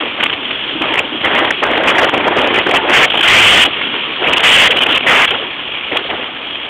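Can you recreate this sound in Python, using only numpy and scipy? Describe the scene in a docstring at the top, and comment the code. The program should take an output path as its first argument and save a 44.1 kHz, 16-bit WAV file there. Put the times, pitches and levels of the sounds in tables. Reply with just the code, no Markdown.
"""A rolling hiss and buffeting wind, then rasps, crackles and screeching tyres: a go-kart slides round a
concrete yard, heard from the seat through a narrow-band hand-held microphone. Hard wheels hiss and
rumble on grit, driving wind gusts on the microphone, bumps ring the frame. Short rasps and crackles
come singly or in runs: wind crackling on the microphone during the strong gusts, tyre scrub elsewhere.
The tyres screech in four long skids that overload the recorder."""
import sys
import numpy as np
from scipy import signal
from scipy.io import wavfile

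SR = 44100
rng = np.random.default_rng(int(sys.argv[2]) if len(sys.argv) > 2 else 0)


def store_wav(level_fs):
    """Save 16-bit WAV to argv[1]."""
    pcm = np.round(np.clip(np.atleast_2d(level_fs), -1, 1) * 32767)
    wavfile.write(sys.argv[1], SR, pcm.T.astype(np.int16))


N = 295028
REST_HZ = 2390   # resonance centre between bursts and between skids


def from_db(db):
    """Decibels to gain."""
    return 10 ** (np.asarray(db) / 20)


def unit_rms(x):
    """Scale to rms 1."""
    return x / np.sqrt(np.mean(x ** 2) + 1e-20)


def curve(rows):
    """Rows of time in seconds and value, interpolated per sample."""
    times_s, values = np.transpose(rows)
    return np.interp(np.arange(N) / SR, times_s, values)


def flutter(rate_hz, depth_db):
    """Random gain of rms 1; its level is low-passed noise with standard deviation depth_db."""
    hop, settle = 20, 4000
    r = np.exp(-2 * np.pi * rate_hz * hop / SR)
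    white = rng.standard_normal(N // hop + settle + 2)
    slow = unit_rms(signal.lfilter([1], [1, -2 * r, r * r], white)[settle:])
    drift = np.interp(np.arange(N) / hop, np.arange(len(slow)), slow)
    return unit_rms(from_db(depth_db * drift))


def coloured_noise(spectrum, flicker_db, flicker_hz):
    """Noise bands that each flicker on their own; rms 1."""
    hz, density_db = np.transpose(spectrum)
    edges_hz = np.geomspace(20, 4600, 23)
    white, out = rng.standard_normal((2, N)), 0
    for k, (low, high) in enumerate(zip(edges_hz, edges_hz[1:])):
        band = signal.sosfilt(signal.butter(2, [low, high], "band", fs=SR, output="sos"), white[k % 2])
        gain = from_db(np.interp(np.log(low * high) / 2, np.log(hz), density_db))
        out = out + gain * band * flutter(flicker_hz, flicker_db)
    return unit_rms(out)


def add_resonance(x, centre_hz, width_hz, gain_db):
    """x plus its ringing in a two-pole resonance, steady or moving; rms 1."""
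    centre_hz = np.broadcast_to(centre_hz, N)
    r = np.exp(-np.pi * width_hz / SR)
    ring, state, block = np.zeros(N), np.zeros(2), 64
    for i in range(0, N, block):
        poles = [1, -2 * r * np.cos(2 * np.pi * centre_hz[i] / SR), r * r]
        ring[i:i + block], state = signal.lfilter([1, 0, -1], poles, x[i:i + block], zi=state)
    return unit_rms(x + from_db(gain_db) * ring * (1 - r * r) / 2)


def gate(start_s, end_s, edge_s):
    """Sample indices and soft-edged window of one event."""
    at = np.arange(max(int((start_s - edge_s) * SR), 0), min(int((end_s + edge_s) * SR), N))
    inside_s = np.minimum(at / SR - start_s, end_s - at / SR)
    return at, np.clip(inside_s / edge_s + 0.5, 0, 1)


def rolling(hiss_gain_db, rumble_gain_db):
    """Small hard wheels on gritty concrete: grainy hiss with a shrill edge over a low rumble."""
    # Rolling spectra. Each row: frequency in Hz, relative density in dB.
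    hiss_spectrum = [(900, -14), (1100, -7.5), (1500, -9.5), (2000, -8.5), (2550, -2.5), (2900, 6.5),
                     (3250, 0), (3550, -8), (4200, -0.5)]
    rumble_spectrum = [(25, -23), (60, -12.5), (150, -8.5), (290, 8.5), (550, -2), (750, -8), (1000, 2),
                       (1500, -8), (3000, -7.5)]
    # Rolling levels. Each row: time in seconds, relative level in dB.
    hiss_levels = [(0, -20), (1.2, -19.5), (2.8, -20.5), (4.0, -18), (5.5, -21), (6.0, -21), (6.69, -23)]
    rumble_levels = [(0, -28.5), (1.1, -26.5), (1.57, -27), (2.8, -24.5), (3.8, -25.5), (4.15, -29),
                     (5.4, -30.5), (5.7, -37.5), (6.69, -35.5)]
    grit = coloured_noise(hiss_spectrum, flicker_db=1.5, flicker_hz=5.6)
    grit *= flutter(rate_hz=97, depth_db=1.7)
    hiss = add_resonance(grit, centre_hz=3277, width_hz=44, gain_db=-0.5)
    hiss *= from_db(curve(hiss_levels) + hiss_gain_db)
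    rumble = coloured_noise(rumble_spectrum, flicker_db=2.5, flicker_hz=23)
    rumble *= from_db(curve(rumble_levels) + rumble_gain_db)
    return hiss + rumble


def wind(gain_db):
    """Air over the microphone port: each gust roars at its own pitch; eddies shake all bands together."""
    # Gusts. Each row: start in seconds, length in seconds, relative level in dB, roar centre in Hz.
    gusts = [(0.0, 0.02, -19.5, 550), (0.175, 0.069, -25, 600), (0.811, 0.18, -20.5, 900),
             (1.238, 0.071, -15, 1200), (1.33, 0.13, -13.5, 750), (1.622, 0.32, -15, 600),
             (1.897, 0.15, -12.5, 800), (2.123, 0.47, -15, 420), (2.661, 0.11, -13, 800),
             (2.828, 0.2, -14, 650), (3.142, 0.04, -18.5, 550), (3.269, 0.37, -18, 500),
             (3.929, 0.035, -22.5, 900), (4.203, 0.17, -17, 450), (4.39, 0.55, -20, 430),
             (5.047, 0.17, -17.5, 900), (5.307, 0.019, -21, 500), (5.368, 0.06, -26.5, 450),
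             (5.914, 0.056, -20, 500), (6.095, 0.024, -19, 550), (6.178, 0.023, -24, 500)]
    # Wind spectrum. Each row: frequency in Hz, relative density in dB.
    air_spectrum = [(25, -20), (60, -11), (170, -14.5), (300, 0.5), (550, 0), (850, -2), (1400, -4.5),
                    (2300, -4.5), (3300, -16.5), (4200, -5)]
    attack_s, release_s, breeze_db = 0.018, 0.074, -33
    t = np.arange(N) / SR
    flow = np.full(N, from_db(breeze_db))
    centre_hz = np.full(N, np.mean([hz for *_, hz in gusts]))
    for start_s, length_s, level_db, hz in gusts:
        end_s = start_s + length_s
        corners_s = [start_s - attack_s / 2, start_s + attack_s / 2, end_s, end_s + release_s]
        gust = from_db(level_db) * np.interp(t, corners_s, [0, 1, 1, 0])
        centre_hz[gust > flow] = hz
        flow = np.maximum(flow, gust)
    air = coloured_noise(air_spectrum, flicker_db=2.5, flicker_hz=30)
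    roar = add_resonance(air, centre_hz, width_hz=450, gain_db=-6)
    eddies = flutter(rate_hz=70, depth_db=2.07)
    return from_db(gain_db) * flow * roar * eddies


def burst_runs():
    """Rasps and crackles in a rough, slightly fading rhythm; returns one row per burst."""
    # Runs. Each row: start in seconds, length in seconds, burst rate in Hz,
    # sounding share of a cycle, relative level in dB, centre in Hz.
    runs = [(0.202, 0.14, 32.5, 0.29, -10.5, 2470), (0.836, 0.12, 58.6, 0.28, -13.5, 2430),
            (1.735, 0.056, 50, 0.3, -9, 1900), (1.871, 0.135, 27, 0.45, -10, 1710),
            (2.138, 0.13, 29, 0.4, -14, 2260), (2.37, 0.087, 27, 0.32, -12.5, 2440),
            (2.539, 0.06, 45, 0.75, -11.5, 2350), (2.886, 0.035, 112, 0.6, -11, 2080),
            (3.1, 0.11, 56.5, 0.5, -10.5, 2940), (4.238, 0.07, 43.6, 0.75, -11, 2930),
            (4.326, 0.095, 31, 0.83, -10, 2700), (4.708, 0.15, 20, 0.55, -9, 2850),
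            (4.887, 0.081, 31.8, 0.89, -9.5, 2850), (5.277, 0.075, 33.6, 0.55, -11, 2780)]
    fade_db, spread_db, jitter_cycles, log_stretch = 1.5, 0.14, 0.061, 0.22
    rows = []
    for start_s, length_s, rate_hz, share, level_db, hz in runs:
        for cycle, (late, weak, long) in enumerate(rng.standard_normal((40, 3))):
            progress = cycle / (length_s * rate_hz)
            if progress < 1:
                onset_s = start_s + (cycle + jitter_cycles * late) / rate_hz
                burst_s = min(share * np.exp(log_stretch * long), 1) / rate_hz
                burst_db = level_db - fade_db * progress - spread_db * weak
                rows.append((onset_s, burst_s, burst_db, hz))
    return rows


def rasps_and_crackles(gain_db):
    """Short bursts: wind crackling on the microphone in the strong gusts, tyre scrub elsewhere."""
    # Single bursts. Each row: start in seconds, length in seconds, relative level in dB, centre in Hz.
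    single_bursts = [(0.226, 0.014, -8.5, 2430), (0.506, 0.0095, -12, 2350), (0.819, 0.0038, -9, 2800),
                     (0.973, 0.023, -9.5, 2400), (1.211, 0.0063, -14, 3060), (1.245, 0.04, -12.5, 2060),
                     (1.345, 0.023, -11.5, 2200), (1.385, 0.019, -17, 1785), (1.445, 0.0093, -8.5, 2620),
                     (1.505, 0.0071, -11, 1514), (1.626, 0.015, -13, 1900), (1.836, 0.0093, -19, 1800),
                     (2.036, 0.018, -9.5, 2080), (2.087, 0.0095, -9.5, 1780), (2.632, 0.008, -13, 1870),
                     (2.71, 0.0063, -7, 2490), (2.745, 0.034, -11, 2520), (3.226, 0.043, -6.5, 3130),
                     (3.648, 0.019, -10.5, 2800), (3.812, 0.0057, -10.5, 2260), (4.86, 0.0077, -11.5, 3070),
                     (5.005, 0.0049, -8, 2820), (5.028, 0.01, -16, 2550), (5.919, 0.0028, -14.5, 2510),
                     (5.965, 0.011, -9.5, 3270), (6.098, 0.0124, -17, 3030)]
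    # Burst spectrum. Each row: frequency in Hz, relative density in dB.
    burst_spectrum = [(25, -11), (70, -10.5), (200, -10), (500, -6), (1000, -3.5), (2000, -3.5),
                      (3100, -1.5), (4200, 0)]
    noise = coloured_noise(burst_spectrum, flicker_db=4, flicker_hz=22)
    noise *= flutter(rate_hz=153, depth_db=0.58)
    envelope, centre_hz = np.zeros(N), np.full(N, float(REST_HZ))
    for start_s, length_s, level_db, hz in [*single_bursts, *burst_runs()]:
        at, window = gate(start_s, start_s + length_s, edge_s=0.0014)
        envelope[at] += from_db(level_db + gain_db) * window
        centre_hz[at] = hz
    return envelope * add_resonance(noise, centre_hz, width_hz=730, gain_db=6)


def bumps(gain_db):
    """Bumps in the concrete ring the frame's low modes, each at a scattered strength."""
    # Jolts. Each row: time in seconds, relative peak in dB.
    jolts = [(0.753, -13), (0.809, -11.5), (0.825, -16), (0.905, -14), (1.12, -13.5), (1.145, -12),
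             (3.673, -14)]
    # Frame modes. Each row: frequency in Hz, relative level in dB, T60 in seconds.
    frame_modes = [(253, -8.5, 0.15), (317, 0, 0.092), (413, -18, 0.042), (596, -5, 0.048)]
    times_s, peak_db = np.transpose(jolts)
    spread_db = rng.normal(0, 2.2, (len(jolts), len(frame_modes)))
    out = np.zeros(N)
    for k, (hz, level_db, t60_s) in enumerate(frame_modes):
        impulses = np.full(N, 1e-18)   # floor avoids denormals
        impulses[(times_s * SR).astype(int)] = from_db(peak_db + level_db + gain_db + spread_db[:, k])
        r, w = np.exp(-np.log(1000) / (t60_s * SR)), 2 * np.pi * hz / SR
        out += (-1) ** k * signal.lfilter([0, np.sin(w)], [1, -2 * r * np.cos(w), r * r], impulses)
    return out


def skids(gain_db):
    """Sliding rubber rings tread and casing: a rough, rising screech over the shoulder's deeper scrape."""
    # Long skids. Each row: start in seconds, length in seconds, relative screech level in dB,
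    # screech centre at start and at end in Hz, relative scrape level in dB.
    slides = [(2.916, 0.14, -8, 1880, 2300, -15), (3.269, 0.37, 1.5, 2400, 2850, -12.5),
              (4.427, 0.254, -2, 2680, 2830, -13.5), (5.06, 0.195, -9.5, 2170, 2300, -13.5)]
    # Tread and shoulder spectra. Each row: frequency in Hz, relative density in dB.
    scrub_spectrum = [(25, -21), (70, -26.5), (200, -10.5), (500, -1.5), (1000, -1.5), (1900, -1),
                      (3200, 2.5), (4200, 4)]
    scrape_spectrum = [(100, -26.5), (400, -11.5), (800, -3), (1300, 1), (2000, 1.5), (2700, -5.5),
                       (4200, -11)]
    build_s, build_db = 0.01, 14   # swell as grip goes
    force, drag, centre_hz = np.zeros(N), np.zeros(N), np.full(N, float(REST_HZ))
    for start_s, length_s, screech_db, start_hz, end_hz, scrape_db in slides:
        at, window = gate(start_s, start_s + length_s, edge_s=0.0073)
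        onset_db = np.interp(at / SR, [start_s, start_s + build_s], [-build_db, 0])
        swell = window * from_db(gain_db + onset_db)
        force[at] += from_db(screech_db) * swell
        drag[at] += from_db(scrape_db) * swell
        centre_hz[at] = np.linspace(start_hz, end_hz, len(at))
    grabs = flutter(rate_hz=130, depth_db=1.5)   # rubber grips and lets go unevenly
    scrub = coloured_noise(scrub_spectrum, flicker_db=1, flicker_hz=16.6)
    casing = add_resonance(scrub, centre_hz=2050, width_hz=170, gain_db=-5)
    screech = force * add_resonance(casing, centre_hz, width_hz=1300, gain_db=4)
    scrape = drag * coloured_noise(scrape_spectrum, flicker_db=1.5, flicker_hz=47)
    return grabs * (screech + scrape)


def overload(x, ceiling):
    """Output stage: linear up to the knee, then crests round off and spray treble."""
    knee = 0.93 * ceiling
    headroom = ceiling - knee
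    clean = np.clip(x, -knee, knee)
    return clean + headroom * np.tanh((x - clean) / headroom)


def scene():
    """Kart, tyres and wind at one microphone."""
    bursts_and_skids = rasps_and_crackles(gain_db=2) + skids(gain_db=3.5)
    kart = rolling(hiss_gain_db=2, rumble_gain_db=-1) + bumps(gain_db=-2.5)
    return (kart + bursts_and_skids + wind(gain_db=1.5))[None]


def record(dry):
    """The microphone stage clips, the band is cut to telephone width, the output stage clips again."""
    low_cut_hz, band_hz, skirt_hz, skirt_db, stop_hz, output_hz = 59, 3337, 3753, -30.5, 4450, 15800
    driven = np.clip(dry, -0.81, 0.81)
    driven = signal.sosfilt(signal.butter(2, low_cut_hz, "high", fs=SR, output="sos"), driven)
    band = signal.sosfilt(signal.butter(14, band_hz, fs=SR, output="sos"), driven)
    skirt = signal.sosfilt(signal.butter(14, skirt_hz, fs=SR, output="sos"), driven)
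    narrow = band + from_db(skirt_db) * skirt
    narrow = signal.sosfilt(signal.cheby1(12, 0.5, stop_hz, fs=SR, output="sos"), narrow)
    clipped = overload(narrow, ceiling=0.71)
    return signal.fftconvolve(clipped, signal.firwin(401, output_hz, fs=SR)[None], "same")


dry = scene()
out = record(dry)
store_wav(out)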